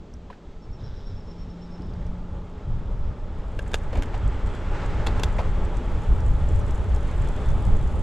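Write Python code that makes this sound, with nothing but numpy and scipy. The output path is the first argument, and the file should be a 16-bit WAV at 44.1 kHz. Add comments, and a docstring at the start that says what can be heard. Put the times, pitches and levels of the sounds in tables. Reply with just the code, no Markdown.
"""A road bicycle going downhill

A bicycle gathers speed on damp asphalt, heard at a two-port microphone on the rider's chest.
Eddies buffet the ports and air rushes past the housing; the tyres hum, roar and fling wet grit,
all growing with speed. Early on a small bird trills in the woods and the freewheel buzzes.
The rider shifts with the left hand, then the right, and the chain clatters over."""
import sys
import numpy as np
from scipy import signal
from scipy.fft import rfft, irfft, next_fast_len
from scipy.io import wavfile
from scipy.ndimage import uniform_filter1d

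SR = 44100
rng = np.random.default_rng(int(sys.argv[2]) if len(sys.argv) > 2 else 0)


def bounce(signal):
    """Save signal as a 16-bit WAV file at the path given by the first command-line argument."""
    frames = np.transpose(np.atleast_2d(signal))
    limited = np.clip(frames, -1, 1)
    pcm = np.round(limited * 32767).astype(np.int16)
    wavfile.write(sys.argv[1], SR, pcm)


N = 353682
TIME = np.arange(N) / SR

# Spectra of the noise sources. Each row: frequency in Hz, relative spectral density in dB.
BUFFET_SPECTRUM = [(8, -0.5), (25, 3.5), (65, -2), (100, -6), (150, -15.5), (220, -25.5), (400, -45.5),
                   (1000, -97)]
RUSH_SPECTRUM = [(30, 11.5), (120, -2), (220, 4.5), (310, 2.5), (700, -6), (1300, -8.5), (1900, -36.5),
                 (3300, -23.5), (5000, -55), (7500, -43), (10000, -85)]
ROAR_SPECTRUM = [(250, -35), (800, 12), (1500, 12.5), (2300, 5.5), (3600, -3.5), (5200, -9.5),
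                 (8000, -15.5), (13000, -68)]
SPRAY_SPECTRUM = [(2000, 12), (3500, 12.5), (5500, -2), (6700, 7), (7800, 7), (8800, -0.5), (11000, -1),
                  (12000, -12), (13400, -9.5), (15000, -34)]
FOREST_SPECTRUM = [(100, -9), (225, 2.5), (300, -7), (400, -9), (700, -25.5), (1350, -40), (1700, -29),
                   (3500, -29.5), (7500, -38.5), (10000, -59.5)]
PAWL_SPECTRUM = [(1500, 8), (2700, -9), (3400, 5.5), (4000, 4), (4400, -7.5), (5000, 4), (6200, -8),
                 (8000, -28)]
SNAP_SPECTRUM = [(300, -17), (900, 12.5), (2000, 9), (3500, 10), (4700, 3), (5700, 1.5), (7000, 5.5),
                 (9000, -4), (13000, -11.5), (15000, -32)]
# How far the two ports differ. Each row: frequency in Hz, side level relative to mid in dB.
PORT_DIFFERENCE = [(25, -10), (70, -10.5), (130, -7), (190, -11.5), (300, -26.5), (600, -69), (1000, -25.5),
                   (2000, -3.5), (4000, -5), (8000, -1.5), (13000, 4)]
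# Cavity resonances of the housing. Each row: frequency in Hz, width in Hz, lift in dB.
HOUSING_CAVITIES = [(431.5, 81, 5.5), (587, 100, 6.5), (850.5, 97, 7), (1320, 53, 1.5), (3540, 830, 1)]
# The bicycle's motion. Each row: time in seconds, speed in m/s.
ROAD_SPEED = [(0, 4.15), (.6, 4.48), (1.55, 5.17), (1.9, 6.02), (3.3, 6.6), (4.1, 8.05), (5.3, 9.66),
              (6.4, 8.62), (8.02, 9.3)]
# Gusts and lulls in the headwind. Each row: start in seconds, length in seconds, change in dB.
HEADWIND_GUSTS = [(0.124, 0.048, 2.5), (.33, 0.058, -4.5), (0.67, 0.028, 11), (0.812, 0.092, 11),
                  (0.994, 0.14, 6.5), (1.39, 0.039, 4), (1.488, 0.24, -4), (1.796, 0.035, 1.5),
                  (1.945, 0.1, 8), (2.13, 0.038, 1.5), (2.452, 0.065, -6), (2.66, .12, 8), (2.84, 0.11, 5),
                  (2.981, 0.068, 9), (3.916, 0.063, 5), (4.2, 0.15, 4.5), (4.507, .11, -5.5),
                  (4.668, 0.054, -0.5), (4.77, 0.059, -4), (5.55, 0.061, 1.5), (5.667, 0.14, -3),
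                  (6.069, 0.07, 9), (6.21, 0.2, 7), (6.48, .15, 7), (6.845, .07, 6), (7.17, 0.038, 5),
                  (7.344, 0.078, -4.5), (7.454, 0.041, 8.5), (7.643, 0.11, 9)]
# Coarseness and wetness of the road. Each row: time in seconds, extra roar in dB, extra spray in dB.
ROAD_SURFACE = [(3.3, 6.5, 7), (3.75, 10.5, 13), (4.2, 12, 3.5), (4.7, 16, 4.5), (5.25, 13.5, 5),
                (5.65, 11, 3.5), (6.4, 9.5, 9), (7.4, 11, 9), (8.02, 7.5, 8)]
# Impacts of grit, chain and wheels.
# Each row: start in seconds, relative peak in dB, pitch in Hz, rasp relative to the resonance in dB.
GRIT_TICKS = [(0.1373, -40, 5600, -10), (1.8199, -41, 5000, -10), (1.937, -44, 4800, -13),
              (2.0652, -45, 5660, -3), (3.679, -39, 7620, -13), (3.956, -41, 7200, 1),
              (3.974, -40, 7250, -3), (3.989, -45, 6300, -1), (4.0577, -43, 7400, 1),
              (4.1405, -48, 5300, 0), (4.151, -45, 7600, -8), (4.1774, -42, 7400, 2),
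              (4.2765, -38, 7590, -11), (4.47, -40, 7400, 0), (4.55, -39, 7400, 4), (4.8603, -37, 7500, -6),
              (5.6505, -39, 7790, -7), (5.7687, -34, 7200, -4), (6.2042, -40, 5030, 5),
              (6.2621, -36, 7710, -10), (6.4881, -34, 7400, -13), (6.5455, -44, 7500, -2),
              (6.56, -39, 7750, 0), (6.6123, -45, 6210, -6), (6.6772, -42, 7630, -2),
              (6.7081, -35, 7430, 3), (6.7475, -38, 7120, 5), (6.948, -31.5, 7600, -3),
              (6.961, -36, 5400, 5), (7.0792, -45, 6660, -4), (7.1122, -39, 7590, -2),
              (7.2474, -45, 5540, 4), (7.2868, -34, 8200, 2), (7.3621, -37, 7740, 4),
              (7.4868, -35, 7450, 5), (7.503, -40, 6000, 4), (7.6225, -41, 8070, -3),
              (7.6514, -37, 8200, 0), (7.7682, -40, 7200, -5)]
CHAIN_KNOCKS = [(.300, -28, 950, -12), (.305, -32, 620, -11), (.326, -37.5, 1520, -4),
                (3.661, -33, 1710, -4), (3.927, -20, 560, -7), (3.952, -21, 830, -7),
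                (3.956, -28, 2400, -3), (3.969, -22, 566, -8), (3.984, -22.5, 524, -10),
                (4.031, -31, 2000, -3), (4.141, -22, 850, -6), (5.077, -28, 4200, -1),
                (5.081, -22, 850, -6), (5.383, -23, 2100, -2), (5.386, -14, 610, -14),
                (5.390, -16.5, 920, -10), (5.398, -20, 640, -11)]
WHEEL_BUMPS = [(1.79, -27, 243, -14), (1.85, -28, 230, -19), (2.2, -33, 219.8, -25), (3.945, -24, 241, -15),
               (3.985, -23.5, 259, -15)]
# The bird's trill. Each entry: relative level of one note in dB.
TRILL_LEVELS = [-60, -60, -56.5, -63, -55.5, -61.5, -56, -57.5, -60.5, -61, -58, -63]
# Spells of coasting. Each row: start in seconds, length in seconds, relative level in dB.
COASTING_SPELLS = [(0.775, 0.36, -59), (1.15, 0.92, -66), (2.52, 1, -68.5)]
# Clicks of the shift levers. Each row: start in seconds, ring, thud and snap levels in dB,
# hand (0 left, 1 right), frequency in Hz above which the ring dulls.
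LEVER_CLICKS = [(3.590, -25, -32, -31, 0, 2900), (3.7152, -50, -50, -39, 0, 8000),
                (3.7335, -31, -31, -32, 0, 3000), (3.741, -21.5, -18, -19, 0, 8000),
                (3.7455, -37, -30, -27, 0, 8000), (3.753, -40, -38, -33, 0, 8000),
                (4.022, -37, -33, -28, 0, 3000), (4.032, -39, -38, -34.5, 0, 3000),
                (5.0645, -30.5, -30, -28, 1, 2700), (5.069, -25, -25, -24, 1, 4000),
                (5.1955, -30.5, -40, -30, 1, 2700), (5.2335, -25.5, -28, -18, 1, 8000),
                (5.241, -38, -32, -30, 1, 8000)]
# Modes of the levers. Each row: frequency in Hz, relative level in dB, time to fall 60 dB in seconds.
LEFT_LEVER_MODES = [(430, -1, .028), (590, -1, 0.03), (1430, -7, .02), (1585, 1.5, 0.03), (1720, -3, 0.024),
                    (2470, -9, 0.02), (2780, -5.5, 0.026), (3330, -5, .02), (3640, 0, 0.021),
                    (4870, -6, 0.024), (6150, -20, 0.022), (7390, -18, .016), (7817, -14, 0.02)]
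RIGHT_LEVER_MODES = [(420, 0, .028), (800, 2, 0.028), (1140, -4, 0.016), (1530, 1, 0.016), (2020, -2, .016),
                     (2690, 0, 0.023), (3420, 5, .02), (3680, 1, 0.018), (4230, -5, 0.024),
                     (4660, -5, 0.018), (4980, -2, 0.022), (6050, -12, 0.022), (7400, -12, 0.022)]
# The chain singing under load. Each row: time in seconds, level in dB, resonance in Hz.
CHAIN_RESONANCE = [(4.1, -82, 3260), (4.24, -65, 3310), (4.55, -58, 3370), (4.85, -83, 3300),
                   (5.45, -68, 3370), (6.1, -70, 3390), (7.1, -68, 3400), (7.4, -60, 3430),
                   (8.02, -70, 3490)]


def undb(db):
    """Amplitude grows tenfold for every 20 dB."""
    return 10 ** (np.asarray(db) / 20)


def unit(x):
    """Normalisation to an rms of 1."""
    return x / np.sqrt(np.mean(x ** 2))


def even(x, span_s):
    """Division by the running rms levels a noise but keeps its quick flutter."""
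    return x / np.sqrt(uniform_filter1d(np.mean(x ** 2, axis=0), int(span_s * SR)))


def curves(table):
    """Linear interpolation turns each column of a timed table into a curve."""
    times, *columns = np.transpose(table)
    return [np.interp(TIME, times, column) for column in columns]


def shape(x, spectrum, resonances=()):
    """Filtering multiplies the spectrum by a gain curve, here with a peak at each resonance."""
    size = next_fast_len(x.shape[-1])
    hz = np.fft.rfftfreq(size, 1 / SR) + 1
    points_hz, db = np.transpose(spectrum)
    gain_db = np.interp(np.log(hz), np.log(points_hz), db)
    for centre, width, lift in resonances:
        gain_db += lift / (1 + (2 * (hz - centre) / width) ** 2)
    return irfft(rfft(x, size) * undb(gain_db), size)[..., :x.shape[-1]]


def band(x, lo_hz, hi_hz):
    """A causal band-pass filter attenuates what lies outside its edges."""
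    return signal.sosfilt(signal.butter(2, [lo_hz, hi_hz], "band", fs=SR, output="sos"), x)


def fade(t60, size=4096):
    """Exponential decay loses 60 dB every t60 seconds."""
    return np.exp(-np.log(1000) * TIME[:size] / t60)


def strike(t60, rise_s=.001):
    """A struck body's vibration builds quickly, then decays by damping."""
    return fade(t60) * (1 - np.exp(-(TIME[:4096] / rise_s) ** 2))


def swell(start_s, length_s, attack_s, release_s):
    """A trapezoidal envelope rises from 0 to 1, holds and falls back."""
    rise = np.clip((TIME - start_s) / attack_s, 0, 1)
    return rise * np.clip(1 - (TIME - start_s - length_s) / release_s, 0, 1)


def wander(rate_hz):
    """Random steps, smoothed twice, give a fluctuation of rms 1."""
    hold = int(SR / rate_hz)
    steps = np.repeat(rng.standard_normal(N // hold + 1), hold)
    return unit(uniform_filter1d(uniform_filter1d(steps, hold), hold)[:N])


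def pulses(rate_hz, jitter, jitter_hz):
    """Nearly periodic contacts give a train of decaying pulses."""
    phase = np.cumsum(rate_hz * (1 + jitter * wander(jitter_hz))) / SR % 1
    return np.exp(-2 * phase)


def port_noise(size=N):
    """Noise at two close ports is coherent except for local eddies and short waves."""
    mid, side = rng.standard_normal((2, size))
    return mid + shape(side, PORT_DIFFERENCE) * np.array([[1], [-1]])


def speed_db(cruise_db, doubling_db, cruise_m_s=9):
    """A power law adds the same number of decibels for each doubling of speed."""
    speed, = curves(ROAD_SPEED)
    return cruise_db + doubling_db * np.log2(speed / cruise_m_s)


def add(out, start_s, sound):
    """Superposition: a sound adds to the mix from its start time."""
    i = int(start_s * SR)
    out[:, i:i + sound.shape[-1]] += sound[..., :N - i]


def impacts(table, t60, width, rise_s, rasp_t60, rasp_hz, gain_db):
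    """Each impact excites one damped resonance and a broad rasp."""
    out = np.zeros((2, N))
    for start_s, db, hz, rasp_db in table:
        body = unit(band(port_noise(4096), hz / (1 + width), hz * (1 + width)) * strike(t60, rise_s))
        rasp = unit(band(port_noise(4096), *rasp_hz) * strike(rasp_t60, rise_s))
        knock = body + undb(rasp_db) * rasp
        add(out, start_s, knock / np.abs(knock).max() * undb(db + gain_db))
    return out


def wind(ragged_db=2.5, flutter_db=1.1, rush_gain_db=3, ceiling=.36):
    """Turbulence: eddies thump on the ports, and the passing stream rings the housing's cavities."""
    gust_db = sum(db * swell(start_s, length_s, attack_s=.027, release_s=.081)
                  for start_s, length_s, db in HEADWIND_GUSTS)
    eddies = even(shape(port_noise(), BUFFET_SPECTRUM) * undb(ragged_db * wander(28)), span_s=.16)
    buffet = eddies * undb(speed_db(-21.5, doubling_db=17.6) + gust_db)
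    thumps = band(ceiling * np.tanh(buffet / ceiling), 6, 260)  # the hardest are rounded and stay dull
    rush = unit(shape(port_noise(), RUSH_SPECTRUM, HOUSING_CAVITIES) * undb(flutter_db * wander(45)))
    return thumps + rush * undb(speed_db(-38.5, doubling_db=14.46) + rush_gain_db)


def tyres(grains_per_s=150, grain_spread_db=4, gain_db=1.5):
    """Rolling noise: the tread roars on asphalt and flings spray, grittier where the road is wetter."""
    coarse_db, wet_db = curves(ROAD_SURFACE)
    roar = unit(shape(port_noise(), ROAR_SPECTRUM, HOUSING_CAVITIES) * undb(1.2 * wander(30)))
    roar *= undb(speed_db(-57.5, doubling_db=12.6) + coarse_db + gain_db)
    arrivals = rng.random(N) < grains_per_s / SR
    grains = arrivals * undb(grain_spread_db * np.minimum(rng.exponential(size=N), 3.5))
    # Each grain is a tiny noise burst; overlapping bursts add in power.
    bursts = np.sqrt(np.abs(signal.fftconvolve(grains ** 2, fade(t60=.01, size=512) ** 2)[:N]))
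    grit = unit(band(shape(port_noise() * bursts, SPRAY_SPECTRUM), 5400, 12000))
    mist = unit(shape(port_noise(), SPRAY_SPECTRUM) * undb(.7 * wander(13)))
    spray = unit(mist + undb(-13 + .8 * wet_db) * grit)
    return roar + spray * undb(speed_db(-67.5, doubling_db=28) + wet_db + gain_db)


def tyre_hum(settled_hz=177.7, settle_m_s=6.1, hz_per_m_s=6, waver=.004, throb_db=1.1):
    """Periodic vibration of the rolling tyres gives a note that climbs with speed, then settles."""
    speed, = curves(ROAD_SPEED)
    hz = settled_hz - hz_per_m_s * np.maximum(settle_m_s - speed, 0)
    phase = 2 * np.pi * np.cumsum(hz * (1 + waver * wander(25.02))) / SR
    tone = unit(np.sin(phase) * undb(throb_db * wander(15)))
    lift_db = 10.6 * swell(start_s=.69, length_s=1.56, attack_s=.85, release_s=.44)
    return tone * undb(speed_db(-45, doubling_db=10.5) + lift_db)


def forest(base_db=-46, gain_db=-3, drift_db=1.5):
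    """The distant rustle of the woods is broadband noise, coloured by the housing's resonances."""
    rustle = unit(shape(port_noise(), FOREST_SPECTRUM, HOUSING_CAVITIES))
    return rustle * undb(base_db + gain_db + drift_db * wander(.92))


def ticks(stray_count=26, stray_from_s=4.3):
    """Tiny impacts of grit and drivetrain ring high; faint ones fall at random on the wet road."""
    strays = [(rng.uniform(stray_from_s, N / SR), -45 + rng.uniform(-2.5, 2.5),
               rng.uniform(7000, 8200), -3) for _ in range(stray_count)]
    return impacts(GRIT_TICKS + strays, t60=.021, width=.074, rise_s=.00079,
                   rasp_t60=.012, rasp_hz=(4070, 9000), gain_db=-2.5)


def chain_clatter():
    """Knocks of chain and frame excite short resonances, each with a slower-decaying rasp."""
    return impacts(CHAIN_KNOCKS, t60=.038, width=.13, rise_s=.0013,
                   rasp_t60=.11, rasp_hz=(514, 2700), gain_db=-4)


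def bird(first_s=.636, spacing_s=.1105, top_hz=5465, sag_hz_per_s=50, arch_hz=260, tremble_db=3):
    """Frequency-modulated whistles lengthen through a trill; reverberation in the trees smears them."""
    trill = np.zeros((2, N))
    quaver_hz = 45 * wander(500)
    for k, db in enumerate(TRILL_LEVELS):
        centre_s = first_s + k * spacing_s
        length_s = .07 * (1 + .05 * k)
        position = np.linspace(-1, 1, int(length_s * SR))
        peak_hz = top_hz - sag_hz_per_s * k * spacing_s + 15 * rng.standard_normal()
        hz = peak_hz - arch_hz * position ** 2 + quaver_hz[int(centre_s * SR):][:len(position)]
        whistle = np.sin(2 * np.pi * np.cumsum(hz) / SR) * np.cos(np.pi * position / 2) ** 2
        add(trill, centre_s - length_s / 2, whistle * undb(db))
    trill *= unit(undb(tremble_db * wander(130)))
    trees = port_noise(16384) * fade(t60=.9, size=16384)
    echoes = signal.fftconvolve(trill, trees / np.linalg.norm(trees[0]), axes=1)[:, :N]
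    return trill + undb(-5) * echoes


def freewheel(pawl_hz=150, gain_db=2):
    """Pawls skipping over the ratchet make a train of bright rasps while the rider coasts."""
    coasting = sum(undb(db) * swell(start_s, length_s, attack_s=.024, release_s=.049)
                   for start_s, length_s, db in COASTING_SPELLS)
    rasps = pulses(pawl_hz, jitter=.14, jitter_hz=40) * port_noise()
    return unit(shape(rasps, PAWL_SPECTRUM)) * coasting * undb(gain_db + wander(25))


def wheel_bumps():
    """Cracks and seams strike the wheels and excite a low, broad resonance."""
    return impacts(WHEEL_BUMPS, t60=.19, width=.28, rise_s=.0033,
                   rasp_t60=.1, rasp_hz=(350, 900), gain_db=-4.5)


def shift_levers(rattle_db=-22):
    """A ratchet's snap is an impulse: it rings the lever's modes, thuds through the bar and rattles."""
    out = np.zeros((2, N))
    snap_envelope = strike(t60=.018) + undb(rattle_db) * strike(t60=.1)
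    for start_s, ring_db, thud_db, snap_db, hand, dull_hz in LEVER_CLICKS:
        ring = np.zeros(4096)
        for hz, db, t60 in RIGHT_LEVER_MODES if hand else LEFT_LEVER_MODES:
            amplitude = undb(db) / np.hypot(1, (hz / dull_hz) ** 6)
            ring += amplitude * strike(t60) * np.sin(2 * np.pi * (hz * TIME[:4096] + rng.random()))
        thud = even(band(port_noise(4096), 230, 690), span_s=.005) * strike(t60=.018)
        snap = unit(shape(port_noise(4096), SNAP_SPECTRUM)) * snap_envelope
        add(out, start_s, undb(ring_db) * ring + undb(thud_db) * thud + undb(snap_db) * snap)
    return out


def chain_song(link_hz=76, width_hz=260, flicker_db=2, upper_hz=7650, upper_width=.044, upper_db=-9):
    """Links dropping onto the sprockets drive a resonance that drifts upward, and a fainter high one."""
    db, hz = curves(CHAIN_RESONANCE)
    links = pulses(link_hz, jitter=.05, jitter_hz=14) * port_noise() * undb(flicker_db * wander(30))
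    # A moving band-pass: shift the resonance to 0 Hz, low-pass, and shift back.
    carrier = np.exp(2j * np.pi * np.cumsum(hz) / SR)
    lowpass = signal.butter(2, width_hz / 2, fs=SR, output="sos")
    ring = np.real(carrier * signal.sosfilt(lowpass, links / carrier))
    upper = band(links, upper_hz / (1 + upper_width), upper_hz * (1 + upper_width))
    return (unit(ring) + undb(upper_db) * unit(upper)) * undb(db)


def scene():
    """The pressures from wind, bicycle, bird and woods add at the two ports."""
    knocks = chain_clatter() + ticks() + wheel_bumps()
    motion = wind() + tyres() + tyre_hum()
    gears = freewheel() + chain_song() + shift_levers()
    return knocks + motion + gears + bird() + forest()


def record(dry, open_s=2.58, rise_s=.2, side_db=-11, widen_db_per_s=1.27, top_hz=14800):
    """Side gain sets stereo width: mono at first, it opens, then keeps widening; the top is cut off."""
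    opening = np.clip((TIME - open_s) / rise_s, 0, 1)
    width = opening * undb(side_db + widen_db_per_s * (TIME - open_s))
    mid = dry.mean(axis=0)
    image = mid + width * (dry - mid)
    return signal.sosfilt(signal.ellip(8, .2, 70, top_hz, fs=SR, output="sos"), image)


dry = scene()
out = record(dry)
bounce(out)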